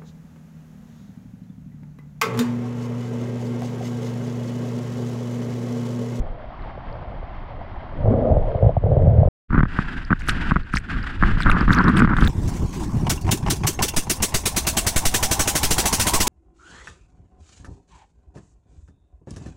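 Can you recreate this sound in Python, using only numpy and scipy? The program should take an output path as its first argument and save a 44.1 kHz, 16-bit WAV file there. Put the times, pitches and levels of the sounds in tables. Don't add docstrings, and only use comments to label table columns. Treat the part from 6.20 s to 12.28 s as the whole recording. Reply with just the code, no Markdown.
import sys
import numpy as np
from scipy import signal
from scipy.fft import rfft, irfft, next_fast_len
from scipy.io import wavfile
from scipy.ndimage import uniform_filter1d, minimum_filter1d, map_coordinates

SR = 44100
rng = np.random.default_rng(int(sys.argv[2]) if len(sys.argv) > 2 else 0)


def int16_out(signal):
    q = np.round(np.clip(np.atleast_2d(signal).T, -1, 1) * 32767)
    wavfile.write(sys.argv[1], SR, q.astype(np.int16))


N = 268128

SLOW_MOTION = 0.43
SILENCE_START_S, SILENCE_END_S = 3.087, 3.283

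# time in seconds, relative ring and thump levels in dB.
SLAPS = [(0.458, -28, -48), (0.577, -26.5, -39), (1.028, -26.5, -34), (1.857, -15, -13), (1.877, -12, -13),
         (1.938, -9, -19.5), (2.101, -11, -13.5), (2.115, -7.5, -8.5), (2.168, -6.5, -12.5),
         (2.349, -10.5, -14.5), (2.425, -6, -9), (2.443, -9.5, -12), (2.461, -10, -7), (2.492, -9, -28),
         (2.567, -9, -12), (2.638, -11, -10.5), (2.717, -8.5, -10), (2.767, -5.5, -11),
         (2.871, -10.5, -4.5), (2.98, -24, -2.5), (3.031, -7.5, -23), (3.052, -13.5, -13.5),
         (3.074, -10, -14.5), (3.305, -22.5, -22.5), (3.329, -16.5, -13), (3.345, -11.5, -10.5),
         (3.356, -17.5, -18), (3.378, -9, -7.5), (3.385, -17, -26), (3.391, -12, -15), (3.405, -10, -13),
         (3.431, -11.5, -8), (3.454, -18.5, -24), (3.588, -10.5, -11.5), (3.905, -10.5, -12),
         (3.915, -13, -10.5), (3.928, -8, -10.5), (4.086, -10.5, -22), (4.094, -15, -34),
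         (4.31, -11.5, -27), (4.317, -9, -9), (4.359, -11.5, -13), (4.365, -8, -17.5), (4.538, -9.5, -16.5),
         (4.56, -16.5, -22), (5.025, -9, -12), (5.035, -5.5, -20), (5.172, -21, -17.5), (5.204, -12, -30),
         (5.26, -9, -15), (5.267, -8, -24), (5.297, -7.5, -25), (5.368, -12, -20), (5.41, -9, -11),
         (5.479, -11, -8.5), (5.495, -10, -11), (5.505, -5, -5.5), (5.679, -7.5, -18), (5.803, -7, -16),
         (5.82, -6, -7.5), (5.847, -10.5, -14.5), (5.875, -14.5, -13), (5.935, -11.5, -12),
         (5.966, -13.5, -29), (5.985, -11, -32), (6.023, -10.5, -10)]
# start and length in seconds, ring and thump in dB.
GUSHES = [(0.0, 0.2, -42, -57), (0.7, 0.26, -42, -41.5), (1.3, .12, -45, -39), (1.8, 0.055, -32, -29.5),
          (1.87, 0.098, -26.5, -21.5), (2.0, .17, -22.5, -30), (2.23, 0.19, -28.5, -35),
          (2.44, 0.054, -28.5, -23.5), (2.66, 0.16, -25, -20.5), (2.86, 0.18, -26, -15),
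          (3.33, 0.065, -29.5, -24), (3.91, 0.014, -33, -29), (5.05, 0.055, -29.5, -26),
          (5.268, 0.029, -18.5, -21), (5.33, 0.099, -24.5, -22), (5.495, 0.079, -26, -23.5),
          (5.58, 0.029, -17, -17), (5.65, 0.051, -19.5, -13), (5.74, 0.11, -28.5, -15.5),
          (5.895, 0.039, -22.5, -18), (5.99, 0.075, -29, -20)]
# frequency in Hz, relative density in dB.
SPLAT_SPECTRUM = [(150, 7), (330, -2), (520, -11.5), (820, -8), (1000, -2), (1550, 6.5), (2100, -7),
                  (2700, -22.5), (3400, -27.5), (4800, -40), (6500, -52), (11000, -79), (16000, -115)]
# start and length in seconds, level in dB.
WASHES = [(0.36, 1.6, -51), (0.44, 0.021, -60), (2.3, 0.085, -50.5), (3.55, 0.24, -37.5),
          (3.82, 0.27, -51.5), (4.11, 0.21, -33.5), (4.42, 0.22, -56), (4.72, 0.061, -33),
          (4.87, 0.092, -40.5), (5.05, .06, -32.5), (5.22, 0.23, -34.5), (5.52, 0.32, -34.5),
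          (6.0, 0.072, -36)]
# frequency in Hz, relative density in dB.
SLOW_WATER_SPECTRUM = [(120, -16), (260, -4), (420, -15.5), (680, -2), (1080, -6.5), (1400, -12.5),
                       (2050, -17), (2500, -22.5), (3300, -26.5), (4500, -37), (5300, -42), (6500, -57),
                       (9000, -92.5)]
FAST_WATER_SPECTRUM = [(300, -9.5), (550, -11), (700, -5.5), (1050, -4), (1600, 7.5), (2200, -6),
                       (2700, -5), (4000, -16.5), (5200, -23.5), (6100, -30), (9000, -35.5), (11000, -44.5),
                       (12500, -60), (15000, -72)]
# centre and half width in Hz, gain in dB.
CAVITY_MODES = [(3900, 200, -0.5), (4840, 200, 3), (7360, 200, 4.5), (10640, 710, 3.5)]
# peak time and Gaussian width in seconds, relative level in dB.
SPLASHES = [(4.01, 0.017, -55), (4.093, 0.012, -34), (4.56, 0.016, -37.5), (5.223, 0.013, -43),
            (5.307, 0.0042, -38.5), (5.536, 0.013, -38.5), (5.694, 0.0074, -47.5), (5.785, .013, -37.5),
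            (5.97, 0.002, -44), (6.035, 0.036, -44)]
# time in seconds, peak level of the ping in dB, pitch in Hz.
DROPS = [(0.4224, -48, 4110), (0.7277, -43.5, 4530), (3.85, -34.5, 4960), (4.0941, -24.5, 4830),
         (4.5696, -16.5, 5080), (4.8289, -33, 4700), (5.2054, -29.5, 4930), (5.223, -28.5, 3880),
         (5.233, -21.5, 3580), (5.2998, -20.5, 3670), (5.3151, -13, 2600), (5.4084, -26, 4770),
         (5.5295, -17, 3600), (5.5326, -19, 4430), (5.5865, -21, 4350), (5.6413, -28, 5230),
         (5.6822, -22.5, 3820), (5.7688, -20.5, 3400), (5.795, -22, 2560), (5.9688, -26.5, 3550),
         (6.0106, -25.5, 3370), (6.0744, -15.5, 3630)]
# frequency in Hz, gain in dB.
HOUSING_RESPONSE = [(700, -29), (1500, 24.5), (2600, 11), (3400, 2), (4800, 2.5), (6500, -1), (8500, -2.5),
                    (10800, -11), (13500, -17), (16000, -29.5)]
# peak time and Gaussian width in seconds, level in dB.
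SURGES = [(1.925, 0.038, -19), (2.07, 0.053, -22.5)]
# frequency in Hz, relative density in dB.
SURGE_SPECTRUM = [(50, -23.5), (120, -6), (170, 1), (250, 7.5), (330, -5), (450, -1), (650, -3),
                  (850, -20.5), (1300, -23.5), (3000, -80)]
# time in seconds, relative level in dB.
WIND_LEVELS = [(0, -29), (0.4, -33.5), (0.85, -31.5), (1.7, -34), (1.85, -19.5), (2.05, -26.5), (2.18, -18),
               (2.35, -29), (3.3, -27.5), (3.8, -33.5), (4.952, -27.5), (5.1, -22.5), (5.35, -19.5),
               (5.6, -27), (6.08, -15.5)]
# frequency in Hz, relative density in dB.
SLOW_WIND_SPECTRUM = [(10, -7.5), (25, 5.5), (50, -3.5), (90, -6.5), (200, -18), (400, -23.5), (900, -103)]
FAST_WIND_SPECTRUM = [(10, -3.5), (25, 4.5), (55, -2), (100, -9), (200, -21), (500, -38), (1200, -69)]


def port(times, ring, thump, speed, ring_hz, thump_hz, ring_rise_s=0.00086, scatter=0.058):
    detune = np.exp(scatter * rng.standard_normal((len(times), 2)))
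    high = rings(times, -ring, ring_hz * speed * detune[:, 0], ring_rise_s / speed)
    lag_s = 0.0013 / speed
    low = rings(times + lag_s, -thump, thump_hz * speed * detune[:, 1], rise_s=0.0025 / speed)
    return high, low


def slaps(speed, ring_db, thump_db, ring_hz, thump_hz, splat_db, splat_rise_s=0.0017):
    times, ring, thump = slaps_at(speed).T
    age = np.arange(SR // 10) / SR * speed / splat_rise_s
    hits = impulses(times, amp(ring + splat_db))
    envelope = signal.fftconvolve(hits, age * np.exp(1 - age))[:N]
    splat = envelope * splat_noise(speed)
    high, low = port(times, amp(ring + ring_db), amp(thump + thump_db), speed, ring_hz, thump_hz)
    return splat + high + low


def flutter(speed, count, ring_hz, thump_hz, uneven_db, churn_db):
    times = (np.arange(count) + 2 * rng.random(count)) * N / SR / count
    sizes = amp(uneven_db * rng.standard_normal(count))
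    thumps = sizes * rng.choice([-1, 1], count)
    high, low = port(times, sizes, thumps, speed, ring_hz, thump_hz, ring_rise_s=0.0014, scatter=0.11)
    churn = amp(churn_db) * splat_noise(speed)
    return unit(unit(high) + churn), unit(low)


def splat_noise(speed):
    return unit(noise(np.multiply(SPLAT_SPECTRUM, [speed, 1])))


def whitewater(spectrum, speed, count, bubble_db, uneven_db, patchy_db, bubble_hz=2800):
    hz = speed * bubble_hz * np.exp(0.554 * np.clip(rng.standard_normal(count), -2, 2))
    sizes = amp(uneven_db * np.minimum(rng.exponential(1, count), 3.5))
    bubbles = unit(rings(rng.random(count) * N / SR, sizes, hz, rise_s=2 / hz))
    hiss = rng.standard_normal(N) * amp(patchy_db * wobble(70 * speed))
    foam = coloured(hiss + amp(bubble_db) * bubbles, spectrum)

    def cavity(f):
        peaks_db = (db / (1 + ((f / speed - centre) / width) ** 2) for centre, width, db in CAVITY_MODES)
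        return amp(sum(peaks_db))
    return unit(filtered(foam, cavity))


def spray(count=6000, splash_db=4, uneven_db=4, tick_db=-15, tick_decay_s=0.0015):
    pitches_hz = rng.uniform(1200, 15000, count)
    sizes = amp(uneven_db * np.minimum(rng.exponential(1, count), 4))
    crackle = unit(rings(rng.random(count) * N / SR, sizes, pitches_hz, rise_s=0.00035))
    sheets = amp(splash_db) * swells(SPLASHES) * crackle
    times, db, hz = np.transpose(DROPS)
    hits = impulses(times, amp(db + tick_db) * (times > SILENCE_END_S))
    tick_envelope = signal.lfilter([1], [1, -np.exp(-1 / (tick_decay_s * SR))], hits)
    ticks = tick_envelope * rng.standard_normal(N)
    pings = rings(times, amp(db), hz, rise_s=3 / hz)
    return coloured(sheets + ticks, HOUSING_RESPONSE) + pings


def droplets(foam_gain, count=40, uneven_db=6.5, centre_hz=4300):
    times = rng.random(count) * (N - 1) / SR
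    hz = centre_hz * np.exp(0.16 * rng.standard_normal(count))
    sizes = amp(uneven_db * np.clip(rng.standard_normal(count), -2, 2))
    return rings(times, foam_gain[(times * SR).astype(int)] * sizes, hz, rise_s=3 / hz)


def surge():
    return swells(SURGES) * unit(noise(SURGE_SPECTRUM))


def wind(spectrum, speed, lumpy_db, eddy_db=-15, eddy_rise_s=0.011):
    times, ring, _ = slaps_at(speed).T
    age = np.arange(SR // 2) / SR * speed / eddy_rise_s
    kicks = impulses(times, amp(ring + eddy_db) ** 2)
    eddy_power = speed * np.abs(signal.fftconvolve(kicks, (age * np.exp(1 - age)) ** 2)[:N])
    wind_power = amp(np.interp(np.arange(N) / SR, *np.transpose(WIND_LEVELS))) ** 2
    rumble = unit(noise(spectrum) * amp(lumpy_db * wobble(14)))
    return np.sqrt(wind_power + eddy_power) * rumble


def rings(times, sizes, hz, rise_s):
    times, sizes, hz, rise_s = (v[:, None] for v in np.broadcast_arrays(times, sizes, hz, rise_s))
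    k = np.arange(int(8 * rise_s.max() * SR))
    age = k / SR / rise_s
    waves = sizes * (age * np.exp(1 - age)) ** 2 * np.sin(2 * np.pi * hz * k / SR)
    samples = np.abs(times * SR).astype(int) + k
    return np.bincount(samples.ravel(), waves.ravel(), N)[:N]


def impulses(times, sizes):
    return np.bincount((times * SR).astype(int), sizes, N)[:N]


def bursts(rows, attack_s, release_s):
    t = np.arange(N) / SR
    total = 0
    for start, length, *db in rows:
        speed = speed_at(start)
        rise = np.clip(1 + (t - start) * speed / attack_s, 0, 1) ** 2
        fall = np.exp(-np.maximum(t - start - length, 0) * speed / release_s)
        total = total + amp(db)[:, None] * rise * fall
    return total


def swells(rows):
    t = np.arange(N) / SR
    return sum(amp(db) * np.exp(-((t - peak) / width) ** 2 / 2) for peak, width, db in rows)


def speed_at(time_s):
    return SLOW_MOTION if time_s < SILENCE_START_S else 1


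def slaps_at(speed):
    return np.array([row for row in SLAPS if speed_at(row[0]) == speed])


def wobble(rate):
    knots = rng.standard_normal(int(N * rate / SR) + 4)
    return map_coordinates(knots, [np.arange(N) * rate / SR])


def noise(spectrum):
    return coloured(rng.standard_normal(N), spectrum)


def coloured(x, spectrum):
    hz, db = np.transpose(spectrum)
    return filtered(x, lambda f: amp(np.interp(np.log(f + 1), np.log(hz), db)) * (f < hz[-1]))


def filtered(x, response):
    size = next_fast_len(N + SR // 2)
    return irfft(rfft(x, size) * response(np.fft.rfftfreq(size, 1 / SR)), size)[:N]


def amp(db):
    return 10 ** (np.asarray(db) / 20)


def unit(x):
    return x / np.sqrt(np.mean(x ** 2) + 1e-20)


def slow_ride(wash, ring, thump, foam_db=-44):
    speed = SLOW_MOTION
    high, low = flutter(speed, count=1500, ring_hz=1286, thump_hz=264, uneven_db=1.5, churn_db=-5.5)
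    buffets = ring * high + thump * low
    rumble = amp(0.5) * wind(SLOW_WIND_SPECTRUM, speed, lumpy_db=2.5)
    foam = whitewater(SLOW_WATER_SPECTRUM, speed, count=1500, bubble_db=-15, uneven_db=4, patchy_db=1)
    water = (amp(foam_db) + wash) * foam + surge()
    hits = slaps(speed, ring_db=-1.5, thump_db=3.5, ring_hz=1310, thump_hz=233, splat_db=-23.5)
    return hits + buffets + water + rumble


def fast_ride(wash, ring, thump, foam_db=-48.5):
    speed = 1
    high, low = flutter(speed, count=2600, ring_hz=1292, thump_hz=186, uneven_db=2.5, churn_db=-1.5)
    buffets = ring * high + np.hypot(thump, amp(2.5) * wash) * low
    rumble = amp(3.5) * wind(FAST_WIND_SPECTRUM, speed, lumpy_db=4)
    foam = whitewater(FAST_WATER_SPECTRUM, speed, count=2400,
                      bubble_db=-14.5, uneven_db=0.5, patchy_db=3.5)
    foam_gain = amp(foam_db) + wash
    water = foam_gain * foam + amp(-10.5) * droplets(foam_gain)
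    hits = slaps(speed, ring_db=-1, thump_db=4, ring_hz=1290, thump_hz=167, splat_db=-8)
    return hits + buffets + water + rumble


def scene():
    t = np.arange(N) / SR
    wash, = bursts(WASHES, attack_s=0.12, release_s=0.029)
    ring, thump = bursts(GUSHES, attack_s=0.029, release_s=0.011)
    slow_gate = np.clip(np.minimum(t, SILENCE_START_S - t) / 0.002, 0, 1)
    fast_gate = np.clip((t - SILENCE_END_S) / 0.021, 0, 1) ** 2
    slow = slow_gate * slow_ride(wash, ring, thump)
    fast = fast_gate * fast_ride(wash, ring, thump)
    return (slow + fast + spray())[None]


def record(dry, ceiling=0.85, top_hz=15750):
    needed = np.minimum(1, ceiling / (np.abs(dry[0]) + 1e-9))
    held = minimum_filter1d(needed, size=400)
    gain = uniform_filter1d(uniform_filter1d(held, size=200), size=200)
    return filtered(dry[0] * gain, lambda hz: hz < top_hz)[None]


dry = scene()
out = record(dry)
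int16_out(out)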